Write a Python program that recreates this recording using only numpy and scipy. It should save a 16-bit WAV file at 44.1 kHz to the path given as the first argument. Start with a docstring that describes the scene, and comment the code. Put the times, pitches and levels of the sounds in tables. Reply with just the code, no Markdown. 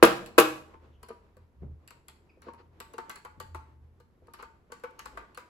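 """Two knocks on the plastic back of a monitor: damped casing modes, a smack, clattering parts and cracking seams.
A hand then feels along the lower bezel and presses buttons: noise bursts for the switches, damped modes
for bezel and panel. Between them fingers bump, rub and squeak: modes, uneven noise and a wavering tone.
A small room answers with a decaying noise tail; under it lie a faint hiss, a rumble, a sleeve's rustle
and a low drone that swells and fades."""
import sys
import numpy as np
from scipy import signal
from scipy.fft import rfft, irfft, next_fast_len
from scipy.io import wavfile

SR = 44100
rng = np.random.default_rng(int(sys.argv[2]) if len(sys.argv) > 2 else 0)


def int16_out(signal):
    """Quantize to a 16-bit WAV file."""
    q = np.round(np.clip(np.atleast_2d(signal).T, -1, 1) * 32767)
    wavfile.write(sys.argv[1], SR, q.astype(np.int16))


N = 242099
AGE = np.arange(SR * 3 // 4) / SR  # time since a blow, s

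# Drone level before DRONE_DB: start_s, level_db
DRONE_LEVEL = [(0.68, -67), (0.91, -55.5), (1.28, -71), (1.44, -56.5), (1.52, -73), (1.59, -51.5),
               (1.72, -41.5), (1.79, -57), (1.98, -68), (2.88, -60), (3.17, -77), (3.56, -48), (3.68, -59),
               (3.83, -54), (4.17, -74), (4.24, -58), (4.32, -71), (5.49, -74.5)]
# Rumble level before RUMBLE_DB: start_s, level_db
RUMBLE_LEVEL = [(0.6, -68), (1.05, -72), (1.66, -70.5), (2.1, -73), (3.81, -69.5), (4.92, -71.5),
                (5.13, -59.5), (5.49, -81)]
# Sleeve rustle level before SLEEVE_DB: start_s, level_db
SLEEVE_LEVEL = [(0.7, -66.5), (1.5, -79), (1.77, -76), (2.33, -75), (3.15, -68.5), (3.93, -84),
                (5.22, -66.5), (5.49, -70)]
# Noise around the drone's tone: frequency_hz, density_db
DRONE_SPECTRUM = [(25, -26.5), (50, -5.5), (68, -13), (80, 1), (96, -18), (112, -15.5), (126, -2.5),
                  (145, -25), (300, -44), (600, -90)]
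# Low rumble: frequency_hz, density_db
RUMBLE_SPECTRUM = [(15, -13.5), (30, -12.5), (52, 2), (65, -3), (100, -20), (300, -56), (600, -87.5)]
# Moving cloth: frequency_hz, density_db
SLEEVE_SPECTRUM = [(120, -15), (350, 1), (500, -4), (700, -9), (1000, -8), (1600, -15.5), (2500, -20.5),
                   (8000, -38.5), (16000, -47.5)]
# Still room air: frequency_hz, density_db
AIR_SPECTRUM = [(30, -11), (125, -3.5), (200, -3), (490, -13), (600, -19), (1020, -19.5), (3250, -35.5),
                (7300, -41.5), (12000, -41), (16000, -54.5)]

# Hand closing on the frame or shifting its hold: start_s, level_db
GRIPS = [(1.618, -41.5), (3.369, -54.5)]
# Dull bump of the gripping hand: frequency_hz, density_db
GRIP_SPECTRUM = [(25, -40), (55, -30), (85, -16), (130, -0.5), (190, 0), (260, -12.5), (380, -10),
                 (700, -24.5), (2000, -45), (5000, -77)]
# Skin squeaking on the glossy frame: start_s, length_s, pitch_hz, level_db
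SQUEAKS = [(0.907, 0.082, 3070, -76), (2.291, 0.02, 2365, -61.5)]
# Fingers dragging along the bezel: start_s, length_s, level_db
RUBS = [(2.431, 0.1, -59), (2.572, 0.056, -60.5), (3.103, 0.12, -63.5), (4.382, 0.048, -51),
        (4.98, 0.036, -55)]
# Fingertips bumping the bezel: start_s, bezel_db, panel_db
TOUCHES = [(.735, -45.5, -51), (1.101, -43.5, -37.5), (1.367, -66, -50.5), (2.37, -77, -53),
           (2.466, -53, -41.5), (2.481, -40, -34.5), (2.597, -68, -55), (2.938, -60, -40.5),
           (4.172, -81, -61.5), (4.218, -77, -53), (4.279, -53, -50.5), (4.389, -43.5, -47),
           (4.699, -56, -52.5)]
# Presses, releases and fingernail ticks: start_s, switch_db, bezel_db, centre_hz (spot on the bezel)
CLICKS = [(0.2605, -37, -47.5, 1003), (1.0288, -44, -45.5, 1010), (1.0847, -43, -46, 970),
          (1.367, -56.5, -60.5, 1187), (1.8755, -41, -64, 1100), (1.9053, -43.5, -48.5, 1250),
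          (2.0819, -40, -49, 1241), (2.418, -48.5, -51.5, 1700), (2.5339, -54, -46, 900),
          (2.8015, -33, -39, 1020), (2.9352, -45.5, -43.5, 882), (2.9806, -38.5, -30, 1020),
          (3.095, -31.5, -36, 1220), (3.1563, -34, -43, 1370), (3.248, -45, -35, 1065),
          (3.4, -35, -35, 910), (3.546, -42, -33.5, 1040), (3.9998, -55.5, -57, 930),
          (4.3354, -40.5, -42, 1120), (4.4247, -46.5, -37, 1060), (4.7186, -38.5, -39, 1260),
          (4.8359, -46.5, -33, 1360), (4.991, -34.5, -41.5, 1290), (5.056, -36.5, -38, 1300),
          (5.172, -44.5, -33, 1360), (5.3458, -45.5, -58.5, 1220), (5.3731, -37.5, -37.5, 1400)]
# Knocks on the casing: start_s, panel_db, clatter_db, crack_db, swell_s (of a mode at SWELL_HZ)
KNOCKS = [(0.0258, -5.5, -8, -17.5, .003), (0.3795, -4.5, -10, -16, 0.0062)]

# Modes of the bezel: frequency_hz, level_db, t60_s
BEZEL_MODES = [(770, -14.5, 0.032), (920, -8.5, 0.33), (1154, -0.5, 0.099), (1200, -9.5, 0.049),
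               (1480, -7.5, 0.045), (1522, 1, 0.044), (1875, -15.5, 0.012), (2152, -12.5, 0.072),
               (2392, -19, 0.12)]
# Modes of the panel behind it: frequency_hz, level_db, t60_s
PANEL_MODES = [(243, -10.5, 0.076), (385, -3, 0.079), (485.8, 3, 0.065), (634, -1, 0.04)]
# Modes of the casing: frequency_hz, level_db, t60_s
CASING_MODES = [(131.97, -35, 0.52), (198.14, -13, 0.11), (239.4, -13.5, 0.12), (315.6, -19.5, 0.38),
                (346, 5.5, 0.065), (465, 1, 0.11), (490, -21.5, 0.36), (515.4, -3.5, 0.064),
                (616, -14.5, 0.11), (800, -17, 0.3), (863, -17, 0.11), (978, -15, 0.14),
                (1140, -16.5, 0.083), (1136, -11.5, 0.077), (1303, -18.5, 0.17), (1251, -12.5, .11),
                (1540, -18.5, 0.097), (1664, -18.5, .11), (1700, -20.5, 0.063), (2396, -23, 0.16),
                (2524, -20.5, 0.11), (2830, -21.5, .08)]
# Snap of the switch: frequency_hz, density_db
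TICK_SPECTRUM = [(1500, -21.5), (3500, -9), (5800, -7), (7700, 0.5), (11300, -4), (13000, -9), (16000, -13)]
# Clack of the key cap: frequency_hz, density_db
CLACK_SPECTRUM = [(900, -19), (1700, 4.5), (2300, 1.5), (3000, 2.5), (3500, -8.5), (4300, 2.5), (5000, -6),
                  (6000, -16), (10000, -30.5), (16000, -35.5)]
# Dense modes of the bezel: frequency_hz, density_db
RATTLE_SPECTRUM = [(400, -18), (700, -7), (1000, 6), (1300, 3.5), (1700, -6.5), (2300, -9.5), (3200, -21),
                   (7000, -32), (16000, -50.5)]
# Dense upper modes of the casing: frequency_hz, density_db
CLATTER_SPECTRUM = [(150, -32.5), (400, -1.5), (800, -5), (1300, -4.5), (2000, -12.5), (2600, -11.5),
                    (3600, -17), (5500, -24), (9000, -39), (16000, -49.5)]
# Crack of the casing's seams: frequency_hz, density_db
CRACK_SPECTRUM = [(1500, -21), (3500, -13.5), (5500, -9.5), (7800, 0.5), (11000, 3), (13000, -2),
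                  (16000, -3.5)]

# Likeness of noise at the two ports: frequency_hz, likeness (0 to 1)
PORT_LIKENESS = [(100, 0.85), (450, 0.76), (900, 0.3), (1600, 0), (5000, 0.18)]
# Phase of a mode between the two microphone ports: frequency_hz, phase_rad
PORT_PHASE = [(200, .15), (500, .35), (800, 1.2), (1300, 1.5)]
# Reverberation time: frequency_hz, t60_s
ROOM_DECAY = [(150, 0.81), (350, 0.31), (700, 0.52), (1200, 0.4), (4000, 0.39), (8000, 0.44), (15000, 0.32)]
# Reflection from the walls: frequency_hz, gain_db
WALL_REFLECTION = [(150, -4.5), (450, -8.5), (900, -4), (1500, 0.5), (2500, 0), (5000, -0.5), (11000, -6.5),
                   (16000, -3.5)]
# Direct sound, left minus right: frequency_hz, difference_db
DIRECT_LEAN = [(550, 0), (850, 5), (1400, 7), (2500, 0), (5000, 0)]
# Response of the microphone ports: frequency_hz, gain_db
MIC_RESPONSE = [(8000, 0.5), (8600, -4.5), (9200, -19.5), (9900, -0.5), (11200, 4), (12600, 2.5),
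                (13800, -12), (15200, 0), (16200, -5)]

DRONE_HZ, DRONE_WANDER = 80, 0.052  # mean pitch, and its rms relative drift
DRONE_DB, RUMBLE_DB, SLEEVE_DB, AIR_DB = 2, 1.5, 5.5, -68.5  # the first three ride on their curves
SQUEAK_OCTAVE_DB = -15  # second harmonic, relative to the first
FAINTEST_DB, FAINT_SPAN_DB = -63.25, 3  # stray fingernail ticks
FEELING_S = (1.0, 5.4)  # first and last possible stray tick
RUB_ROUGH_DB = 0.5  # the skin catches and lets go
GRIT_DB = -7.5  # dry scratch on the ribbed plastic, relative to the bezel
TOUCH_RISE_S = 0.0044  # a soft fingertip loads the plastic slowly
CONTACT_S = 0.0013  # rise time of a switch snapping over
CLACK_DB = -11  # key cap, relative to the tick
REBOUND_GAP_S = (0.00272, 0.01224)  # shortest and longest gap between the key cap's contacts
FIRST_REBOUND_DB, REBOUND_STEP_DB = -9, -6  # mean level of the first rebound; change at each next one
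RING_RISE_S = 0.0026  # the bezel builds up more slowly than the switch
MIDDLE_HZ, PANEL_DB = 1150, -9  # bezel centre of an average spot; its panel, relative to the bezel
PANEL_DB_PER_OCTAVE = -15.5  # stiffer, higher spots move the panel less
SWELL_HZ = 445  # the mode that takes the swell time; higher modes start sooner
SMACK_DB, SMACK_S = 1.5, 0.013  # the hand's impact, relative to the clatter; its t60
TOP_HZ = 16100  # upper band edge


def amp(db):
    """Level to amplitude ratio: 20 dB is a factor of ten."""
    return 10 ** (np.asarray(db) / 20)


def unit(x):
    """Normalisation to an rms value of 1."""
    return x / np.sqrt(np.mean(x ** 2) + 1e-20)


def along(points, hz):
    """Linear interpolation of (hz, value) points on a logarithmic frequency axis."""
    f, v = np.transpose(points)
    return np.interp(np.log(hz + 1), np.log(f + 1), v)


def curve(points):
    """Linear interpolation of (s, value) points in time, one value per sample."""
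    return np.interp(np.arange(N) / SR, *np.transpose(points))


def filtered(x, response):
    """Linear filtering: the spectrum of x times a response of frequency."""
    n = x.shape[-1]
    m = next_fast_len(n + SR // 8)
    return irfft(rfft(x, m) * response(np.fft.rfftfreq(m, 1 / SR)), m)[..., :n]


def noise(spectrum, size):
    """Partial coherence: coloured stereo noise of rms 1 whose two ports agree most in the bass."""
    def mid_side_gains(hz):
        angle = np.arccos(np.clip(along(PORT_LIKENESS, hz), -1, 1)) / 2
        return amp(along(spectrum, hz)) * [np.cos(angle), np.sin(angle)]

    mid, side = filtered(rng.standard_normal((2, size)), mid_side_gains)
    return unit(np.array([mid + side, mid - side]))


def wobble(rate_hz, size):
    """Random fluctuation: low-passed noise of rms 1."""
    return unit(filtered(rng.standard_normal(size), lambda hz: np.exp(-(hz / rate_hz) ** 2)))


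def chatter(depth_db):
    """Repeated contact: loose parts make the gain uneven from millisecond to millisecond."""
    return amp(depth_db * np.tanh(wobble(400, len(AGE))))


def fade(t60, t=AGE):
    """Exponential damping: free decay by 60 dB in t60."""
    return np.exp(-np.log(1000) * t / t60)


def swell(rise):
    """Finite contact time: a smooth onset."""
    return 1 - np.exp(-(AGE / rise) ** 2)


def burst(spectrum, rise, t60, rough_db=0):
    """High modal density: many close modes sound like noise and die together."""
    smooth = swell(rise) * fade(t60)
    uneven = smooth * chatter(rough_db)
    # chatter shifts the envelope's energy in time without adding any
    envelope = uneven * np.linalg.norm(smooth) / np.linalg.norm(uneven)
    return noise(spectrum, len(AGE)) * envelope


def ring(modes, rise, scatter_db, detune):
    """Modal superposition: damped sines, varied at each blow, the higher ones less in step at the two ports."""
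    out = np.zeros((2, len(AGE)))
    for k, (hz, db, t60) in enumerate(modes):
        size, shift, start = rng.standard_normal(3)
        skew = (-1) ** k * along(PORT_PHASE, hz)
        phase = np.pi * start + np.array([[1], [-1]]) * skew / 2
        sine = np.sin(2 * np.pi * hz * (1 + detune * shift) * AGE + phase)
        out += amp(db + scatter_db * size) * fade(t60) * sine
    return out * swell(rise)


def add(track, s, sound):
    """Superposition: mix a sound in at time s."""
    i = max(round(s * SR), 0)
    track[:, i:i + sound.shape[1]] += sound[:, :N - i]


def in_room(sound, wet_db, build):
    """Reverberation: a diffuse tail builds up behind a direct sound that leans left."""
    hz, t, z = signal.stft(noise([(100, 0), (10000, 0)], len(AGE)), SR, nperseg=256)
    decaying = z * fade(along(ROOM_DECAY, hz)[:, None], t)
    tail = signal.istft(decaying, SR, nperseg=256)[1][:, :len(AGE)]
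    tail = tail * swell(build) * chatter(depth_db=1.5)  # echoes arrive in clumps
    tail = filtered(tail / np.linalg.norm(tail[0]), lambda hz: amp(along(WALL_REFLECTION, hz)))
    echo = signal.fftconvolve(sound, tail, axes=1)[:, :len(AGE)]
    direct = filtered(sound, lambda hz: amp(np.outer([1, -1], along(DIRECT_LEAN, hz)) / 2))
    return direct + amp(wet_db) * echo


def drone():
    """Frequency modulation: a low tone of wandering pitch within narrow-band noise."""
    pitch_hz = DRONE_HZ * (1 + DRONE_WANDER * wobble(3.6, N))
    tone = np.sin(2 * np.pi * np.cumsum(pitch_hz) / SR)
    return amp(DRONE_DB + curve(DRONE_LEVEL)) * (tone + amp(-7.5) * noise(DRONE_SPECTRUM, N))


def rumble():
    """Amplitude modulation: low-frequency noise that swells and fades."""
    return amp(RUMBLE_DB + curve(RUMBLE_LEVEL)) * noise(RUMBLE_SPECTRUM, N)


def sleeve():
    """Friction of cloth: noise whose level flutters as the folds move."""
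    folds_db = 3 * wobble(12, N)
    return amp(SLEEVE_DB + curve(SLEEVE_LEVEL) + folds_db) * noise(SLEEVE_SPECTRUM, N)


def air():
    """Stationary noise: the steady faint hiss of room air."""
    return amp(AIR_DB) * noise(AIR_SPECTRUM, N)


def grip():
    """Damped impact: the hand takes hold of the frame with a dull bump."""
    track = np.zeros((2, N))
    for s, db in GRIPS:
        add(track, s, amp(db) * burst(GRIP_SPECTRUM, rise=0.004, t60=0.36))
    return track


def stroke(length):
    """Pressure envelope: a finger's force rises and falls once, as half a sine."""
    return np.sin(np.pi * np.minimum(AGE / length, 1))


def squeaks():
    """Stick-slip oscillation: a sliding fingertip sings at a wavering pitch."""
    track = np.zeros((2, N))
    for s, length, hz, db in SQUEAKS:
        phase = 2 * np.pi * np.cumsum(hz * (1 + 0.09 * wobble(210, len(AGE)))) / SR
        tone = np.sin(phase) + amp(SQUEAK_OCTAVE_DB) * np.sin(2 * phase)
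        squeak = amp(db) * np.tile(stroke(length) * tone, (2, 1))
        add(track, s, in_room(squeak, wet_db=-2, build=0.0058))
    return track


def stray_ticks(count=8):
    """Light impact: fingernails graze the frame at random times, barely above the room air."""
    track = np.zeros((2, N))
    first, last = FEELING_S
    for when, size in rng.uniform(0, 1, (count, 2)):
        tick = burst(TICK_SPECTRUM, CONTACT_S, t60=0.018, rough_db=5.5)
        clack = amp(-4.5) * burst(CLACK_SPECTRUM, CONTACT_S, t60=0.04, rough_db=7.5)
        graze = amp(FAINTEST_DB + FAINT_SPAN_DB * size) * (tick + clack)
        add(track, first + when * (last - first), in_room(graze, wet_db=-3.5, build=0.005))
    return track


def rubs():
    """Friction excitation: a dragging finger keeps catching and stirs the bezel's dense modes."""
    track = np.zeros((2, N))
    for s, length, db in RUBS:
        scrape = noise(RATTLE_SPECTRUM, len(AGE)) + amp(GRIT_DB) * noise(CLACK_SPECTRUM, len(AGE))
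        rub = amp(db) * stroke(length) * unit(scrape * chatter(RUB_ROUGH_DB))
        add(track, s, in_room(rub, wet_db=-20.5, build=0.0034))
    return track


def touches():
    """Soft impact: long contact of a fingertip moves bezel and panel without a snap."""
    track = np.zeros((2, N))
    for s, bezel_db, panel_db in TOUCHES:
        bezel = ring(BEZEL_MODES[:4], TOUCH_RISE_S, scatter_db=1.5, detune=0.0546)
        bezel = bezel + amp(-3.5) * burst(RATTLE_SPECTRUM, TOUCH_RISE_S, t60=0.078, rough_db=18.5)
        panel = ring(PANEL_MODES, TOUCH_RISE_S, scatter_db=2.5, detune=0.045)
        touch = amp(bezel_db) * bezel + amp(panel_db) * panel
        add(track, s, in_room(touch, wet_db=-7.5, build=0.008))
    return track


def spot_colour(depth_db):
    """Local response: random peaks and dips for each click, as a gain over frequency."""
    knots_hz = np.geomspace(1500, 16000, 40)
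    points = np.column_stack([knots_hz, depth_db * rng.standard_normal(len(knots_hz))])
    return lambda hz: unit(amp(along(points, hz)))


def rebounding(sound, count=3):
    """Inelastic rebound: a loose key cap settles in a few contacts, weaker on average each time."""
    times = np.cumsum(rng.uniform(*REBOUND_GAP_S, count))
    sizes = rng.standard_normal(count)
    out = sound.copy()
    for k, s in enumerate(times):
        later = np.pad(sound, ((0, 0), (round(s * SR), 0)))[:, :len(AGE)]
        out += amp(FIRST_REBOUND_DB + REBOUND_STEP_DB * k + 2 * sizes[k]) * later
    return out


def clicks():
    """Impulsive excitation: switch and key cap snap; the bezel builds up later, the heavier panel last."""
    track = np.zeros((2, N))
    for s, switch_db, bezel_db, centre_hz in CLICKS:
        tick = burst(TICK_SPECTRUM, CONTACT_S, t60=0.016, rough_db=5.0)
        clack = amp(CLACK_DB) * burst(CLACK_SPECTRUM, CONTACT_S, t60=0.076, rough_db=8.5)
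        switch = filtered(rebounding(tick + clack), spot_colour(depth_db=3))

        bezel = amp(-5) * ring(BEZEL_MODES, RING_RISE_S, scatter_db=0.5, detune=0.037)
        bezel = bezel + amp(-2.5) * burst(RATTLE_SPECTRUM, RING_RISE_S, t60=0.076, rough_db=4)
        # the spot that is pressed favours the lower or the higher modes
        tilt_db = 18 * np.log2(centre_hz / 1200)  # per octave, within half an octave of the centre
        bezel = filtered(bezel, lambda hz: amp(tilt_db * np.clip(np.log2((hz + 1) / centre_hz), -.5, .5)))

        panel_db = PANEL_DB + PANEL_DB_PER_OCTAVE * np.log2(centre_hz / MIDDLE_HZ)
        panel = amp(panel_db) * ring(PANEL_MODES, rise=0.0062, scatter_db=5.5, detune=0.048)
        click = amp(switch_db) * switch + amp(bezel_db) * (bezel + panel)
        add(track, s, in_room(click, wet_db=-5.0, build=0.0049))
    return track


def knocks():
    """Plate impact: the hand smacks the casing, its seams crack and clatter, and the low modes swell up."""
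    track = np.zeros((2, N))
    for s, panel_db, clatter_db, crack_db, rise in KNOCKS:
        panel = np.zeros((2, len(AGE)))
        for mode in CASING_MODES:
            panel += ring([mode], rise * SWELL_HZ / mode[0], scatter_db=2.0, detune=0.00092)
        smack = amp(clatter_db + SMACK_DB) * burst(RATTLE_SPECTRUM, rise=0.0008, t60=SMACK_S)
        clatter = amp(clatter_db) * burst(CLATTER_SPECTRUM, rise=0.0012, t60=0.14, rough_db=5.5)
        crack = amp(crack_db) * burst(CRACK_SPECTRUM, rise=0.0004, t60=0.097, rough_db=11.0)
        knock = amp(panel_db) * panel + smack + clatter + crack
        add(track, s, in_room(knock, wet_db=-7.5, build=0.0094))
    return track


def scene():
    """Linear superposition of every source in the room."""
    background = drone() + rumble() + sleeve() + air()
    fingers = grip() + squeaks() + stray_ticks() + rubs() + touches()
    return background + fingers + clicks() + knocks()


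def record(dry):
    """Transduction: the microphone ports notch the treble, loud peaks saturate, and the band ends."""
    sound = filtered(dry, lambda hz: amp(along(MIC_RESPONSE, hz)))
    sound = sound / (1 + sound ** 8) ** (1 / 8)
    return filtered(sound, lambda hz: 1 / (1 + (hz / TOP_HZ) ** 120))


dry = scene()
out = record(dry)
int16_out(out)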